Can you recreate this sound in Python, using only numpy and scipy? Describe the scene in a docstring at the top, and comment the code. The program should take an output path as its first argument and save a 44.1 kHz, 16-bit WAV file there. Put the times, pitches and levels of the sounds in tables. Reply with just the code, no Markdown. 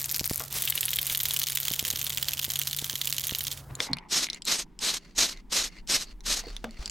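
"""A ball rattles in a spray can shaken fast in a small hard room: damped modes of the tin clack, contact rings
tick. Outdoors, short nozzle presses then give a gritty jet hiss: broad noise and whistling bands gated by a
valve. Plastic clicks are damped rings, handling knocks and a wind thump are pulses and low rings, and finger
rubs are filtered noise. Room tone and a fan's wavering sine hum lie behind the shaking; yard noise and low wind
rumble lie behind the spray."""
import sys
import numpy as np
from scipy import signal
from scipy.fft import rfft, irfft, next_fast_len
from scipy.io import wavfile
from scipy.ndimage import uniform_filter1d

SR = 44100
rng = np.random.default_rng(int(sys.argv[2]) if len(sys.argv) > 2 else 0)


def to_wav(s):
    """Save 16-bit WAV."""
    ch = np.atleast_2d(s).T  # columns
    pcm = np.round(np.clip(ch, -1, 1) * 32767)  # PCM
    wavfile.write(sys.argv[1], SR, pcm.astype(np.int16))


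N = 304290
T = np.arange(N) / SR
SIDE = np.array([[1], [-1]])  # opposite signs in left and right
OUTSIDE_S = 3.82  # the outdoor background starts to fade in


def undb(db):
    """Amplitude ratio: 20 dB is a factor of ten."""
    return 10 ** (np.asarray(db) / 20)


def level(x, db):
    """Root-mean-square scaling: sets the rms level in dB."""
    return x * undb(db) / np.sqrt(np.mean(x ** 2))


def decay(t, t60):
    """Exponential damping: the amplitude falls 60 dB in t60 seconds."""
    return np.exp(-np.log(1000) * t / t60)


def colour(points, width):
    """Spectral shaping: two-channel noise follows (Hz, dB) points; width is the side share."""
    hz, db = np.transpose(points)
    size = next_fast_len(N)
    bins_hz = np.arange(size // 2 + 1) * SR / size
    gain = undb(np.interp(np.log(bins_hz + 1), np.log(hz), db))
    mid, side = irfft(rfft(rng.standard_normal((2, size))) * gain, size)[:, :N]
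    return level(mid + width * side * SIDE, 0)


def band(hz, width, side):
    """Resonance: noise passes twice through one peak filter; side is the side share."""
    b, a = signal.iirpeak(hz, hz / width, SR)
    once = signal.lfilter(b, a, rng.standard_normal((2, N)))
    mid, other = signal.lfilter(b, a, once)
    return level(mid + side * other * SIDE, 0)


def walk(rate):
    """Random modulation: levels held 1 / rate seconds and smoothed twice, with spread near 1."""
    k = int(SR / rate)
    steps = np.repeat(rng.standard_normal(N // k + 1), k)
    return 1.14 * uniform_filter1d(uniform_filter1d(steps, k), k)[:N]


def rings(modes, count, scatter_db, detune, pitch=1):
    """Modal synthesis: each blow, peak 1, excites the modes with new weights, pitches and phases."""
    hz, db, t60 = np.transpose(modes)[:, None, :, None]
    chance = rng.standard_normal((count, 3, len(modes), 1))
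    t = np.arange(600) / SR
    mode_hz = hz * pitch * (1 + detune * chance[:, 0])
    wave = np.sin(2 * np.pi * mode_hz * t + 1.94 * chance[:, 1])
    ring = np.sum(undb(db + scatter_db * chance[:, 2]) * wave * decay(t, t60), axis=1)
    ring = ring * (1 - np.exp(-t / .00008))  # soft onset
    return ring / np.abs(ring).max(axis=1, keepdims=True)


def place(times, waves):
    """Superposition: each wave is added at its time."""
    out = np.zeros(N + waves.shape[1])
    starts = (np.asarray(times) * SR).astype(int)
    np.add.at(out, starts[:, None] + np.arange(waves.shape[1]), waves)
    return out[:N]


def space(x, wet_db, t60, dull_hz, width):
    """Reverberation: direct sound plus a diffuse decaying tail; width is the tail's side share."""
    t = np.arange(int(.25 * SR)) / SR
    mid, side = rng.standard_normal((2, len(t))) * decay(t, t60) * (t > .0008)
    low_pass = signal.butter(1, dull_hz, fs=SR, output="sos")
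    tail = signal.sosfilt(low_pass, mid + width * side * SIDE)
    tail = level(tail, wet_db) / np.sqrt(len(t))
    return x + signal.fftconvolve(x[None], tail, axes=1)[:, :N]


# The ball lands on the base. Each row: first touch in seconds, nominal tin peak in dB.
CLACKS = [(0.042, -16), (0.0929, -18), (0.1438, -14), (0.194, -11.5), (0.242, -14), (0.296, -17),
          (0.333, -18.5), (0.6746, -13.5), (0.7224, -17.5), (0.776, -14), (0.8298, -15), (0.8813, -15.5),
          (0.9317, -13.5), (0.9866, -11.5), (1.0975, -11), (1.148, -11), (1.2013, -10.5), (1.254, -10.5),
          (1.3077, -12.5), (1.3634, -10), (1.4158, -11), (1.469, -11.5), (1.52, -13), (1.5719, -10),
          (1.6303, -16), (1.681, -10), (1.736, -10), (1.7925, -8.5), (1.85, -11.5), (1.9023, -9.5),
          (1.958, -14.5), (2.0136, -12.5), (2.066, -13.5), (2.1222, -19.5), (2.173, -11), (2.2264, -10),
          (2.2836, -9.5), (2.3331, -12.5), (2.3922, -11.5), (2.4432, -14), (2.5014, -11), (2.5566, -10.5),
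          (2.615, -13.5), (2.671, -10), (2.7295, -13), (2.7866, -12), (2.843, -13), (2.8964, -13),
          (2.9545, -13.5), (3.0136, -12.5), (3.072, -12), (3.125, -11.5), (3.1814, -10.5), (3.238, -13.5),
          (3.2928, -16.5), (3.3484, -12), (3.4067, -15), (3.468, -14.5), (3.514, -16.5), (3.574, -26.5)]
# The ball flies back against the dome. Each row: first touch in seconds, nominal bright peak in dB.
TICKS = [(0.015, -14), (0.1128, -11), (0.1618, -12), (0.2566, -11), (0.3073, -16), (0.3583, -11.5),
         (0.396, -17), (0.5405, -17.5), (0.597, -22), (0.621, -10.5), (0.652, -10.5), (0.699, -8.5),
         (0.7533, -8), (0.808, -8.5), (0.8537, -10), (0.9055, -10.5), (0.9582, -8.5), (1.0143, -13),
         (1.067, -10), (1.1235, -13), (1.173, -11.5), (1.232, -9.5), (1.285, -12), (1.336, -11),
         (1.3894, -11), (1.497, -13.5), (1.5505, -14), (1.601, -14.5), (1.879, -16), (2.042, -14.5),
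         (2.0947, -14.5), (2.59, -11), (2.7643, -14.5), (3.098, -15), (3.269, -12), (3.3854, -14.5)]
# Modes of the tin wall. Each row: mean frequency in Hz, mean relative level in dB, t60 in seconds.
TIN = [(2195, -11, 0.005), (3200, -5, 0.009), (3750, -3, 0.005), (4417, 0, 0.0026), (5870, 6.5, 0.0014),
       (6910, -2.5, 0.0058)]
# Contact ring of the ball. Each row: mean frequency in Hz, mean relative level in dB, t60 in seconds.
TICK = [(9280, 3.5, 0.0023), (12070, 17.5, 0.0007), (13640, 7, 0.004)]
# Vigour of shaking. Each row: time in seconds, relative level in dB, left minus right in dB.
SHAKE = [(0, -37.5, 0), (.4, -42.5, 1), (.5, -46.5, -5.5), (0.552, -38.5, 0), (3.001, -45.5, -2.5),
         (3.54, -43.5, -2.5), (3.649, -61.5, -7.5)]
# The new grip loosens. Each row: time in seconds, pitch ratio of the base, share of upper modes held down.
GRIP = [(0.9, 0.94, 0.93), (1.3, 1, 0.28)]
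REGRIP_S = .5
CONTACT_S = 0.00074  # from first touch to the full blow
TICK_IN_CLACK_DB, TIN_IN_TICK_DB = -3.5, -9
TOUCH_HELD_DB = -11  # muffling of light touches in a full grip
SLOW_BOUNCE = 2.2  # rebound delays are this much longer in the slow first strokes
TOUCHES = 520


def strikes(hush_db):
    """Impact excitation: strikes rebound twice and light touches fill the strokes, all ringing tin and ball."""
    clack, tick = np.array(CLACKS), np.array(TICKS)
    first_touch = np.r_[clack[:, 0], tick[:, 0]]
    order = np.argsort(first_touch)
    s = first_touch[order, None] + CONTACT_S
    on_base = (order < len(clack))[:, None]
    tin_db = np.r_[clack[:, 1], tick[:, 1] + TIN_IN_TICK_DB][order, None]
    tick_db = np.r_[clack[:, 1] + TICK_IN_CLACK_DB, tick[:, 1]][order, None]
    grip_s, pitch, held_share = np.transpose(GRIP)

    when, effort_db, _ = np.transpose(SHAKE)
    touch = rng.random((TOUCHES, 3))
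    at = touch[:, :1] * when[-2]
    # the ball flies free, and so is quiet, just before it strikes
    to_next = np.append(s, 99)[np.searchsorted(s[:, 0], at)] - at
    approach_db = 20 * np.log10(np.clip(to_next / 0.014, .15, 1))
    touch_db = np.interp(at, when, effort_db) + 22.0 + 11 * touch[:, 1:2] ** 2
    touch_db = touch_db + 2 * np.interp(at, T, hush_db) + approach_db
    muffle_db = TOUCH_HELD_DB * np.interp(at, grip_s, held_share)  # a tight grip muffles light touches
    touch_tin_db = touch_db - 9 * touch[:, 2:] + muffle_db
    touch_tick_db = touch_db - 9 * (1 - touch[:, 2:]) + muffle_db / 2

    rebound = rng.random((len(s), 4))
    bounce = np.where(s < REGRIP_S, SLOW_BOUNCE, 1)
    first = s + bounce * (0.0014 + 0.0016 * rebound[:, :1])
    second = s + bounce * (0.0026 + 0.0065 * rebound[:, 1:2])
    small_loss_db, large_loss_db = -1.5 - 4 * rebound[:, 2:3], -6 - 10 * rebound[:, 3:]
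    dome_held = ~on_base * (s > REGRIP_S) * np.interp(s, grip_s, held_share)
    tin_db = tin_db + TOUCH_HELD_DB / 2 * dome_held

    s = np.vstack([s, first, second, at])
    tin_db = np.vstack([tin_db, tin_db + small_loss_db, tin_db + large_loss_db, touch_tin_db])
    tick_db = np.vstack([tick_db, tick_db + large_loss_db, tick_db + small_loss_db, touch_tick_db])
    # the first, full-handed grip chokes the main wall modes
    choked = rings(TIN[:1] + TIN[3:], len(s), 3., .1)
    tin = np.where(s < REGRIP_S, choked, rings(TIN, len(s), 2.2, .07))
    # the thick base favours the lower modes, more so in a tight grip
    on_base = np.vstack([on_base, on_base, on_base, np.zeros_like(at, bool)]) & (s > REGRIP_S)
    held = on_base * np.clip(np.interp(s, grip_s, held_share), 0, 1)
    base = rings(TIN[:3], len(s), 1.23, 0.051, np.interp(s, grip_s, pitch)[:, :, None])
    tin = held * base + (1 - held) * tin
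    bright = undb(tick_db) * rings(TICK, len(s), 0.56, 0.092)

    blows = place(s[:, 0], undb(tin_db) * tin + bright)
    high_pass = signal.butter(2, 1100., "high", fs=SR, output="sos")
    out = space(signal.sosfilt(high_pass, blows), -17.0, 0.086, 20000.0, 0.94)
    # each bright tick beams to one side or the other
    beam = 0.31 * rng.standard_normal((len(s), 1))
    return out + place(s[:, 0], beam * bright) * SIDE


def slosh(hush_db):
    """Turbulent flow: the paint is shaped noise that follows the shaking and hushes in flight."""
    when, effort_db, _ = np.transpose(SHAKE)
    noise = colour([(100, 1), (250, -6.5), (1200, -4.5), (3500, 1.0), (9000, 0.0), (16000, -4.0)], 0.076)
    slosh_db = np.interp(T, when, effort_db, right=-99) - 4.4 * (T < REGRIP_S)
    return noise * undb(slosh_db + hush_db + 3.83 * walk(60))


# ball and paint airborne: seconds before a clack (latest, earliest), and dB in slow and fast strokes
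FLIGHT_S, FAST_FLIGHT_S, FLIGHT_DB = (0.011, 0.021), (0.00073, 0.016), (-7, -1)


def ball():
    """Free flight and impact: contact sounds drop before each clack, and the whole can swings sideways."""
    clack_s = np.array(CLACKS)[:, 0]
    to_clack = np.append(clack_s, 99)[np.searchsorted(clack_s, T)] - T
    slow = T < REGRIP_S
    lands = np.where(slow, FLIGHT_S[0], FAST_FLIGHT_S[0])
    lifts = np.where(slow, FLIGHT_S[1], FAST_FLIGHT_S[1])
    flight = (to_clack > lands) & (to_clack < lifts)
    hush_db = uniform_filter1d(np.where(slow, *FLIGHT_DB) * flight, size=130)
    when, _, pan_db = np.transpose(SHAKE)
    pan = np.interp(T, when, pan_db) / 2
    return (strikes(hush_db) + slosh(hush_db)) * undb([pan, -pan])


# Nozzle presses. Each row: fully open in seconds, shuts in seconds, relative full hiss in dB,
# sag in dB once the finger eases.
PRESSES = [(3.811, 3.875, -35, -1), (4.117, 4.259, -26, -3.5), (4.476, 4.623, -24.5, -8.5),
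           (4.824, 4.972, -26, -3.5), (5.181, 5.328, -24, -10.5), (5.527, 5.675, -25.5, -4.5),
           (5.899, 6.039, -24, -10), (6.267, 6.405, -26.5, -5)]
# Broad jet spectrum. Each row: frequency in Hz, relative density in dB per Hz.
JET = [(100, -19.5), (200, -9), (864, -12.5), (2130, -8), (5000, -3), (8700, -17), (12300, -14.5),
       (15000, -39.5)]
# Whistling bands of the jet. Each row: centre in Hz, nominal rms level against the broad hiss in dB.
JET_BANDS = [(4020, -6.5), (5500, -7), (6500, -5), (8210, -8)]
JET_BAND_Q, JET_BAND_STEEP, JET_FLICKER_DB = 5.2, 1.05, 3
LEAK_S, LEAK_DB, SNAP_S, SNAP_DB = 0.031, -32.5, 0.0095, -11  # before fully open
HOLD_SHARE, SWELL_DB, EASE_S = 0.44, 1.5, 0.068  # slight swell over the hold, then the finger eases
REVIVE_S, REVIVE_DB, DIE_S, DIE_DB = 0.029, 2.5, 0.024, -31.5  # before and after the valve shuts


def spray():
    """Jet turbulence: valve flow leaks, opens, swells, sags, revives and shuts; droplets make it sputter."""
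    flow_db = np.full(N, -99.)
    for full, shuts, full_db, sag_db in PRESSES:
        eases = full + HOLD_SHARE * (shuts - full)
        sagged = min(eases + EASE_S, shuts - 1.5 * REVIVE_S)
        s = [full - LEAK_S, full - SNAP_S, full, eases, sagged, shuts - REVIVE_S, shuts, shuts + DIE_S]
        opening_db = [LEAK_DB, SNAP_DB, 0, SWELL_DB]
        closing_db = [sag_db - REVIVE_DB, sag_db + REVIVE_DB, sag_db - 2 * REVIVE_DB, sag_db + DIE_DB]
        db = full_db + np.array(opening_db + closing_db)
        flow_db = np.maximum(flow_db, np.interp(T, s, db, left=-99, right=-99))
    sputter_db = 1.0 * walk(900) + 2.0 * walk(150)
    flow = uniform_filter1d(undb(flow_db), size=60)
    # the bands come and go on their own and fade faster than the hiss when the flow drops
    bands = 0
    for hz, db in JET_BANDS:
        bands = bands + band(hz, hz / JET_BAND_Q, 0.18) * undb(db + JET_FLICKER_DB * walk(45))
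    jet = colour(JET, 0.26) + bands * (flow / flow.max()) ** (JET_BAND_STEEP - 1)
    return undb(sputter_db - 3.5) * jet * flow


# Nozzle, cap and finger clicks. Each row: time in seconds, dry peak in dB, nominal centre in Hz.
CLICKS = [(3.7533, -20, 6920), (3.804, -6, 3420), (3.933, -9, 3820), (3.97, -23, 2420),
          (3.986, -26.5, 2850), (4.243, -15.5, 4500), (4.269, -23, 2350), (4.2877, -26.5, 2380),
          (4.301, -13.5, 3900), (4.332, -19.5, 4080), (4.3464, -24.5, 4400), (4.4213, -21.5, 5170),
          (4.453, -21, 7200), (4.7912, -23, 5040), (5.3737, -33.5, 4040), (5.875, -28, 5170),
          (6.207, -34, 3800), (6.566, -22.5, 3900), (6.6444, -19, 1820), (6.7093, -35.5, 4700),
          (6.859, -15.5, 4950), (6.878, -23.5, 4700), (6.898, -19, 4740)]


def clicks():
    """Damped resonance: each plastic click rings at its centre with weaker neighbours and a sharp edge."""
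    waves = []
    for _, db, hz in CLICKS:
        modes = [(hz, 0, .006), (0.614 * hz, -10, .005), (1.51 * hz, -4, .004), (10000, -9, .002)]
        waves.append(undb(db) * rings(modes, 1, 3., 0.05)[0])
    starts = np.array(CLICKS)[:, 0] - .0004
    return space(place(starts, np.array(waves)), -8.5, 0.032, 9800.0, 0.92)


# The can jolts in the shaking hand. Each row: time in seconds, nominal peak in dB.
JOLTS = [(.212, -22), (0.312, -16.5), (1.712, -24.5), (1.827, -27), (1.936, -30.5), (2.481, -30),
         (2.824, -28.5), (2.936, -31.5), (3.322, -24)]
# Handling knocks, and one low wind thump at 40 Hz. Each row: time in seconds, nominal peak in dB, centre in Hz,
# t60 in seconds.
KNOCKS = [(0.4035, -26, 1300, .01), (.409, -29, 640, .018), (3.803, -25, 600, .012),
          (6.642, -21, 620, .012), (6.793, -25, 40, .11), (3.709, -31, 140, .05), (3.899, -31.5, 260, .09),
          (3.913, -26, 190, .06), (3.933, -31, 170, .14), (6.438, -35, 700, .014), (6.469, -31, 420, .02),
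          (6.645, -34, 226, .16)]


def knocks():
    """Impulse and damped oscillation: jolts are one blunt push, knocks ring low with a short scuff."""
    t = np.arange(9000) / SR
    s, db = np.transpose(JOLTS)[:, :, None]
    push = t / .0005 * np.exp(1 - t / .0005) - .25 * t / .002 * np.exp(1 - t / .002)
    jolts = place(s[:, 0], undb(db) * push)
    s, db, hz, t60 = np.transpose(KNOCKS)[:, :, None]
    grit = uniform_filter1d(rng.standard_normal((len(s), len(t))), size=4)
    snap = grit * np.exp(-t / .003) * hz / 1100  # higher knocks snap more
    thump = -np.sin(2 * np.pi * hz * t) * decay(t, t60) + snap
    return jolts + space(place(s[:, 0], undb(db) * thump), -9, 0.16, 1900.0, 0.12)


# Fingers rubbing between presses. Each row: start in seconds, stop in seconds, relative level at the start
# in dB, relative level at the stop in dB, pitch in octaves above 1 kHz.
RUBS = [(3.7, 3.822, -49.5, -47.5, .3), (3.864, 4.083, -42.5, -57, 0.42), (4.256, 4.372, -60, -49.5, 1.56),
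        (4.96, 5.123, -55, -59.5, 1.97), (5.32, 5.396, -54, -55, 1.7), (5.68, 5.793, -56, -53, 1.7),
        (6.032, 6.118, -60, -50, 1.95), (6.4, 6.52, -43.5, -51.5, 1.95), (6.532, 6.684, -49.5, -58, 3.3),
        (6.694, 6.78, -56.5, -53, 1.73), (6.789, 6.9, -45.5, -50, 2.8)]
# Hollow rings of the thin plastic shell held in the other hand. Each row: centre in Hz, filter width in Hz,
# nominal level against the broad rub in dB.
SHELL = [(900, 260, 6), (2100, 420, 5), (2800, 300, -7), (4470, 600, -2)]
SHELL_REACH = .8  # octaves
RUB_EDGE_S, RUB_REST_DB = 0.024, -71.5


def rustle():
    """Friction noise: grainy rubs wake the shell rings near their pitch; the hand never rests quite still."""
    rub_db, pitch = np.where(T > RUBS[0][0], RUB_REST_DB, -99.), np.zeros(N)
    for starts, stops, start_db, stop_db, octaves in RUBS:
        s = [starts - RUB_EDGE_S, starts, stops, stops + RUB_EDGE_S]
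        db = np.interp(T, s, [RUB_REST_DB, start_db, stop_db, RUB_REST_DB], left=-99, right=-99)
        pitch = np.where(db > rub_db, octaves, pitch)
        rub_db = np.maximum(rub_db, db)
    rub = colour([(300, -3), (1200, -4.5), (6000, -7.5), (13000, -27.5)], 0.34) * undb(3.1 * walk(35))
    dull = signal.sosfilt(signal.butter(2, 1800, fs=SR, output="sos"), rub)
    rub = np.where(pitch < 1, dull, rub)  # low rubs are dull
    for hz, width, db in SHELL:
        near = (T > OUTSIDE_S) * np.exp(-((np.log2(hz / 1000) - pitch) / SHELL_REACH) ** 2)
        rub = rub + band(hz, width, .35) * near * undb(db + 3.5 * walk(50))
    return rub * undb(rub_db - 4.5 + 3.0 * walk(300))


# Room tone spectrum. Each row: frequency in Hz, relative density in dB per Hz.
ROOM = [(20, -26.5), (80, -2.5), (200, -19), (1400, -26.5), (2500, -42.5), (16000, -39.5)]
# Yard spectrum. Each row: frequency in Hz, relative density in dB per Hz.
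YARD = [(100, -28), (179, -16), (400, -26), (510, -41.5), (1950, -45.5), (14000, -68)]
# Wind rumble outdoors. Each row: time in seconds, rms level in dB.
WIND = [(3.9, -58.5), (6.25, -43), (6.9, -46)]
ROOM_DB, YARD_DB = -52, -57
HUM_HZ, HUM_DB = 138.2, -51  # mean pitch and level of the fan


def air():
    """Ambient noise and tonal hum: room tone and fan give way to the quiet yard and wind rumble."""
    outside = np.clip((T - OUTSIDE_S) / 0.024, 0, 1)
    hum_phase = 2 * np.pi * np.cumsum(HUM_HZ * (1 + 0.0068 * walk(5.9))) / SR
    hum = undb(HUM_DB + 1.5 * walk(15)) * np.sqrt(2) * np.sin(hum_phase)
    room = colour(ROOM, 0.13) * undb(ROOM_DB + 2.0 * walk(4.03)) + hum
    yard = colour(YARD, 0.26) * undb(YARD_DB)
    wind = colour([(15, -7.5), (38, 4.5), (70, -24.5), (400, -60.0)], 0.15)
    wind = wind * undb(np.interp(T, *np.transpose(WIND)))
    return (1 - outside) * room + outside * (yard + wind)


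def scene():
    """Superposition: the can, the handling and the surroundings add linearly."""
    return ball() + spray() + clicks() + knocks() + rustle() + air()


TOP_HZ = 16500


def record(dry):
    """Saturation and band-limiting: tanh rounds the sharpest peaks, then a steep low-pass cuts the top."""
    rounded = np.tanh(1.2 * dry) / 1.2
    return signal.sosfilt(signal.ellip(8, .2, 80, TOP_HZ, fs=SR, output="sos"), rounded)


dry = scene()
out = record(dry)
to_wav(out)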